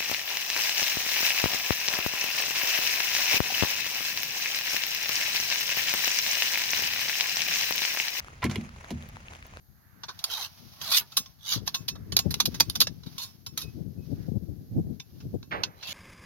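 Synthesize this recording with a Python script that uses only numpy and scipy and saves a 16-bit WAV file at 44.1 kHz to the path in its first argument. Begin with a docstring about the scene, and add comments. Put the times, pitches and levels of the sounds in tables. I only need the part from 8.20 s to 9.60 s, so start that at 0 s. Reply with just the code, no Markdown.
"""Among trees, a few metres away, a steel wheelbarrow is tipped onto soil and rocked.
Its frame clacks at each contact, its tray flexes and booms, and loose earth slides and crackles.
Small dry ticks sound closer by, over a low outdoor rumble and a faint hiss.
A fade is the time a sound takes to drop by 60 dB; likeness is 1 if both ears match, -1 if opposite."""
import sys
import numpy as np
from scipy.fft import rfft, irfft, next_fast_len
from scipy.io import wavfile
from scipy.ndimage import map_coordinates

SR = 44100
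rng = np.random.default_rng(int(sys.argv[2]) if len(sys.argv) > 2 else 0)


def log_audio(samples):
    """Write samples as a 16-bit WAV file to the path given in sys.argv[1]."""
    # one column per channel
    frames = np.atleast_2d(samples).T
    # limit to full scale, then quantise
    limited = np.clip(frames, -1, 1)
    pcm = np.round(limited * 32767).astype(np.int16)
    wavfile.write(sys.argv[1], SR, pcm)


N = 61739


# each contact: t/s, level/dB, treble tilt/dB per octave, crack fade/s, favoured f/Hz, left minus right/dB
CONTACTS = [(0.2198, -42.5, -5, 0.11, 2660, -1.5), (0.2274, -28.5, -6.5, 0.016, 1420, 1.5),
            (0.2322, -30.5, -7.5, .015, 1085, -4.5), (0.2408, -28, 2.5, 0.025, 1980, -2.5),
            (0.2511, -36, -1.5, 0.056, 795, -4), (.2630, -38.5, -7, 0.037, 2350, -0.5),
            (0.2964, -41.5, -2, 0.11, 1240, -2.5), (0.3116, -38, -3.5, 0.066, 6500, -4),
            (.328, -52.5, -3, 0.32, 2040, 1), (.357, -31.5, 0, 0.025, 2840, -2.5),
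            (0.41, -49, -1, 0.046, 624, -2), (0.639, -50.5, -8, 0.053, 604, -4),
            (0.691, -59, -8, 0.1, 2860, -13), (0.7047, -40, -0.5, 0.065, 550, -2),
            (0.713, -49, -8, .04, 750, -1)]
# the notes the frame rings at: f/Hz, level/dB, fade/s
FRAME_NOTES = [(1012, 3, 0.061), (1098, -12, 0.16), (1357, -10.5, 0.12), (1736, -9.5, 0.11),
               (1836, 3, 0.03), (2021, 11, 0.023), (2163, -2, 0.076), (2302, 8, 0.033), (2395, 1.5, 0.043),
               (2630, -23, 0.08), (2864, -0.5, 0.057), (2980, -17, 0.1), (3310, -6, 0.084),
               (4120, 1.5, 0.061)]
# tone of the crack: f/Hz, level/dB
CRACK_TONE = [(150, -7), (450, -7), (750, -3.5), (1000, -11.5), (1500, -10), (2200, -4), (4000, -5.5),
              (6500, -9.5), (8500, -19), (10500, -11.5), (13000, -20), (16000, -25)]
# how alike the crack is in both ears: f/Hz, likeness
CRACK_LIKENESS = [(200, 0.92), (1000, 1), (2500, 0.98), (4500, 0.62), (8000, -0.24), (15000, 0.14)]
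# the same for sound from all around (echo, earth, rumble, hiss): f/Hz, likeness
AIR_LIKENESS = [(60, 0.91), (200, 0.96), (400, 0.74), (700, 0.013), (1400, -0.66), (3000, 0.37),
                (15000, -0.57)]

def frame_clacks():
    """Each contact makes a crack, a short ring of the steel frame and a faint echo off the trees."""
    rise_s, echo_fade_s = 0.00059, 0.13
    crack_db, ring_db, echo_db = 5, -12.5, -15
    out = np.zeros((2, N))
    for start, db, tilt_db, crack_fade, favoured_hz, pan_db in CONTACTS:
        # every hit tilts the treble its own way and lifts one band by 8 dB
        tilt = lambda hz: tilt_db * np.log2(np.clip(hz, 1100, 9000) / 2000)
        lift = lambda hz: 8 * np.exp(-(np.log2((hz + 1) / favoured_hz) / .5) ** 2)
        contact = lambda hz: gain(tilt(hz) + lift(hz))
        tone = lambda hz: gain(look_up(CRACK_TONE, hz)) * contact(hz)
        crack = noise(tone, CRACK_LIKENESS) * strike(start, rise_s, crack_fade)
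        echo = noise(tone, AIR_LIKENESS) * strike(start, rise_s=.003, fade_s=echo_fade_s)
        t = since(start)
        notes = np.zeros((2, N))
        for hz, note_db, fade in FRAME_NOTES:
            loudness = gain(note_db) * contact(hz) * strike(start, rise_s, fade)
            notes += loudness * np.sin(2 * np.pi * (hz * t + rng.random((2, 1))))
        ring = left_right(notes[0], gain(-16.5) * notes[1])
        clack = gain(crack_db) * crack + gain(ring_db) * ring + gain(echo_db) * echo
        out += gain(db + np.array([[pan_db], [-pan_db]]) / 2) * clack
    return out


# each flex of the tray: t/s, boom level/dB, centre f/Hz, reach around it/octaves, punch level/dB
FLEXES = [(.092, -56.5, 97, .7, -50), (.236, -19.5, 97.3, 0.17, -27), (.245, -24, 288, 0.9, -29),
          (.279, -30.5, 119, 0.3, -36), (.359, -41.5, 392, .5, -30.5), (0.366, -34, 99.4, 0.28, -31),
          (.377, -32.5, 224.4, 0.66, -23.5), (0.534, -43.5, 90, 0.6, -50), (.708, -29.5, 250, 0.61, -38.5),
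          (0.736, -34.5, 86, 0.88, -60), (.932, -45.5, 99, 0.98, -42.5), (1.095, -52, 85, 0.73, -47.5)]
# the notes the tray booms at: f/Hz, level/dB, fade/s
TRAY_NOTES = [(79.6, 2, 0.49), (95.3, -16, 0.88), (112.6, 3, 0.14), (146.26, -6.5, 0.75), (157.4, -1, 0.38),
              (202.7, -2.5, 0.42), (228.7, -9, 0.52), (240.4, -1.5, 0.34), (306.4, -2.5, 0.11),
              (341.7, -10, 0.342), (372, -4.5, .12), (434, -4, 0.098), (517, -4, 0.076), (715, -7.5, 0.15)]

def tray_booms():
    """The tray swings hard a few times (the punch), then booms on; low notes take longer to swell."""
    punch_cycles, swell_cycles, wide_hz = 1.87, 0.34, 1170
    middle, side = np.zeros(N), np.zeros(N)
    for start, boom_db, centre_hz, reach, punch_db in FLEXES:
        t = since(start)
        age = t * centre_hz / punch_cycles  # the punch is strongest at age 1
        middle += gain(punch_db) * age ** 2 * np.exp(1 - age ** 2) * np.sin(2 * np.pi * centre_hz * t)
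        for k, (hz, note_db, fade) in enumerate(TRAY_NOTES):
            share = 1 / (1 + (np.log2(hz / centre_hz) / reach) ** 2)  # notes near the centre get most
            loudness = gain(boom_db + note_db) * share * strike(start, swell_cycles / hz, fade)
            middle += (-1) ** k * loudness * np.sin(2 * np.pi * hz * t)
            width = hz / wide_hz  # higher notes sound wider
            side += width * loudness * np.sin(2 * np.pi * (hz * t + rng.random()))
    return left_right(middle, side)


# each tick: t/s, level/dB, pop f/Hz, extra level of the snap/dB
TICK_EVENTS = [(.0035, -35.5, 1920, 3.5), (0.0461, -42.5, 1270, 3.5), (0.0837, -36.5, 1250, -6.5),
               (0.122, -51, 1310, -1), (0.131, -46, 420, -18), (0.492, -45.5, 1290, 6),
               (.562, -45.5, 920, 6), (.609, -45, 1020, -7), (0.6451, -37.5, 1760, -5.5),
               (0.663, -47, 1210, -19), (.825, -50.5, 3396, 14), (.889, -44, 11800, 2.5),
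               (0.959, -42.5, 1850, 0.5), (.969, -37, 936, -4), (1.084, -36, 2600, -10),
               (1.110, -46.5, 910, 2.5), (1.122, -43.5, 960, -18), (1.1355, -42, 1350, 6.5),
               (1.151, -50.5, 2170, 14), (1.166, -53, 2800, 14), (1.2263, -39, 2180, -1.5),
               (1.267, -45.5, 15100, -1), (1.3372, -42.5, 1030, -2), (1.371, -37.5, 1510, 2.5),
               (1.3724, -40.5, 594, -12)]
# tone of the snap: f/Hz, level/dB
SNAP_TONE = [(300, -25), (1200, 4), (2200, 12.5), (4000, 6.5), (7000, -5), (11000, -5), (16000, -17)]

def dry_ticks():
    """Short dry ticks a little to the left: a pitched pop with a bright, noisy snap on it."""
    rise_s, pop_fade_s, snap_fade_s = 0.0002, 0.0049, 0.0072
    out = np.zeros(N)
    for start, db, hz, snap_db in TICK_EVENTS:
        pop = 4 * np.sin(2 * np.pi * hz * since(start)) * strike(start, rise_s, pop_fade_s)
        snap = normalise(filtered(rng.standard_normal(N), tone_of(SNAP_TONE)))
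        out += gain(db) * (pop + gain(snap_db) * snap * strike(start, rise_s, snap_fade_s))
    # the left ear hears them louder and sooner
    ears = np.array([[1], [-1]])
    pan_db, lead_s = 1.83, 0.0002205
    return filtered(out, lambda hz: gain(pan_db * ears) * np.exp(1j * np.pi * hz * lead_s * ears))


# how loud the sliding earth is over time: t/s, level/dB
EARTH_LEVELS = [(0, -54), (.2, -55.5), (.26, -56.5), (.34, -43.5), (.42, -52.5), (.55, -56), (0.651, -50.5),
                (.79, -54), (.85, -52.5), (.92, -57.5), (1.03, -55), (1.132, -52.5), (1.29, -58),
                (1.39, -54)]
# tone of the crumbs: f/Hz, level/dB
CRUMB_TONE = [(200, -4.5), (600, 6), (1400, 2), (2400, 3), (4500, -17.5), (6500, -3), (8500, -19.5),
              (11000, -10), (13500, -38), (16000, -26)]

def loose_earth():
    """Crumbs of soil and dead leaves rustle in small clumps as the barrow shifts."""
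    crumbs_per_s, crumb_spread_db = 1600, 3
    clumps_per_s, clump_spread_db = 90, 3
    t = since(0)
    clicks = (rng.random((2, N)) < crumbs_per_s / SR) * rng.choice([-1, 1], (2, N))
    crumbs = clicks * gain(crumb_spread_db * rng.standard_normal((2, N)))
    clump_sizes = rng.standard_normal(N * clumps_per_s // SR + 2)
    clumps = gain(clump_spread_db * map_coordinates(clump_sizes, [t * clumps_per_s]))  # smoothly joined
    rustle = stereo(crumbs * clumps, tone_of(CRUMB_TONE), AIR_LIKENESS)
    return gain(np.interp(t, *np.transpose(EARTH_LEVELS))) * rustle


# tone of the rumble: f/Hz, level/dB
RUMBLE_TONE = [(15, -45), (30, -22), (50, -3.5), (80, -5), (130, -10.5), (250, -19.5), (500, -43.5),
               (2000, -76)]
# tone of the hiss: f/Hz, level/dB
HISS_TONE = [(100, 9), (350, -11), (800, -3), (1400, 3), (2200, -1.5), (3500, -6.5), (5000, -6.5),
             (6700, -15.5), (8600, -36), (10500, -17), (13200, -27), (16000, -11)]

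def outdoor_air():
    """A low rumble and the even hiss of the woods."""
    rumble = gain(-51.5) * noise(tone_of(RUMBLE_TONE), AIR_LIKENESS)
    hiss = gain(-56.5) * noise(tone_of(HISS_TONE), AIR_LIKENESS)
    return rumble + hiss


def gain(db):
    """Turn decibels into a number to multiply by."""
    return 10 ** (np.asarray(db) / 20)


def normalise(x):
    """Scale a sound to an average strength (rms) of 1."""
    return x / np.sqrt(np.mean(x ** 2) + 1e-20)


def look_up(table, hz):
    """Read between the rows of a table, along a musical (log) frequency scale."""
    freqs, values = np.transpose(table)
    return np.interp(np.log(hz + 1), np.log(freqs + 1), values)


def tone_of(table):
    """Turn a tone table into a gain for any frequency."""
    return lambda hz: gain(look_up(table, hz))


def filtered(x, tone):
    """Multiply each frequency in x by tone(hz)."""
    size = next_fast_len(N + SR // 2)
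    return irfft(rfft(x, size) * tone(np.fft.rfftfreq(size, 1 / SR)), size)[..., :N]


def left_right(middle, side):
    """Both ears get the middle; the side is added on the left and taken away on the right."""
    return np.array([middle + side, middle - side])


def stereo(pair, tone, likeness):
    """Mix two unrelated sounds into left and right, with a given tone and likeness, at strength 1."""
    angle = lambda hz: np.arccos(np.clip(look_up(likeness, hz), -1, 1)) / 2
    middle, side = filtered(pair, lambda hz: tone(hz) * np.array([np.cos(angle(hz)), np.sin(angle(hz))]))
    return normalise(left_right(middle, side))


def noise(tone, likeness):
    """Steady stereo noise at strength 1."""
    return stereo(rng.standard_normal((2, N)), tone, likeness)


def since(start):
    """Seconds since a moment, zero before it."""
    return np.maximum(np.arange(N) / SR - start, 0)


def strike(start, rise_s, fade_s):
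    """The loudness of a blow: it rises quickly, then dies away."""
    t = since(start)
    return (1 - np.exp(-t / rise_s)) * np.exp(-np.log(1000) * t / fade_s)


def scene():
    """The barrow, the ticks, the ground and the air around them."""
    return frame_clacks() + tray_booms() + dry_ticks() + loose_earth() + outdoor_air()


def record(dry):
    """Cut off the very highest treble."""
    return filtered(dry, lambda hz: hz < 16300)


dry = scene()
out = record(dry)
log_audio(out)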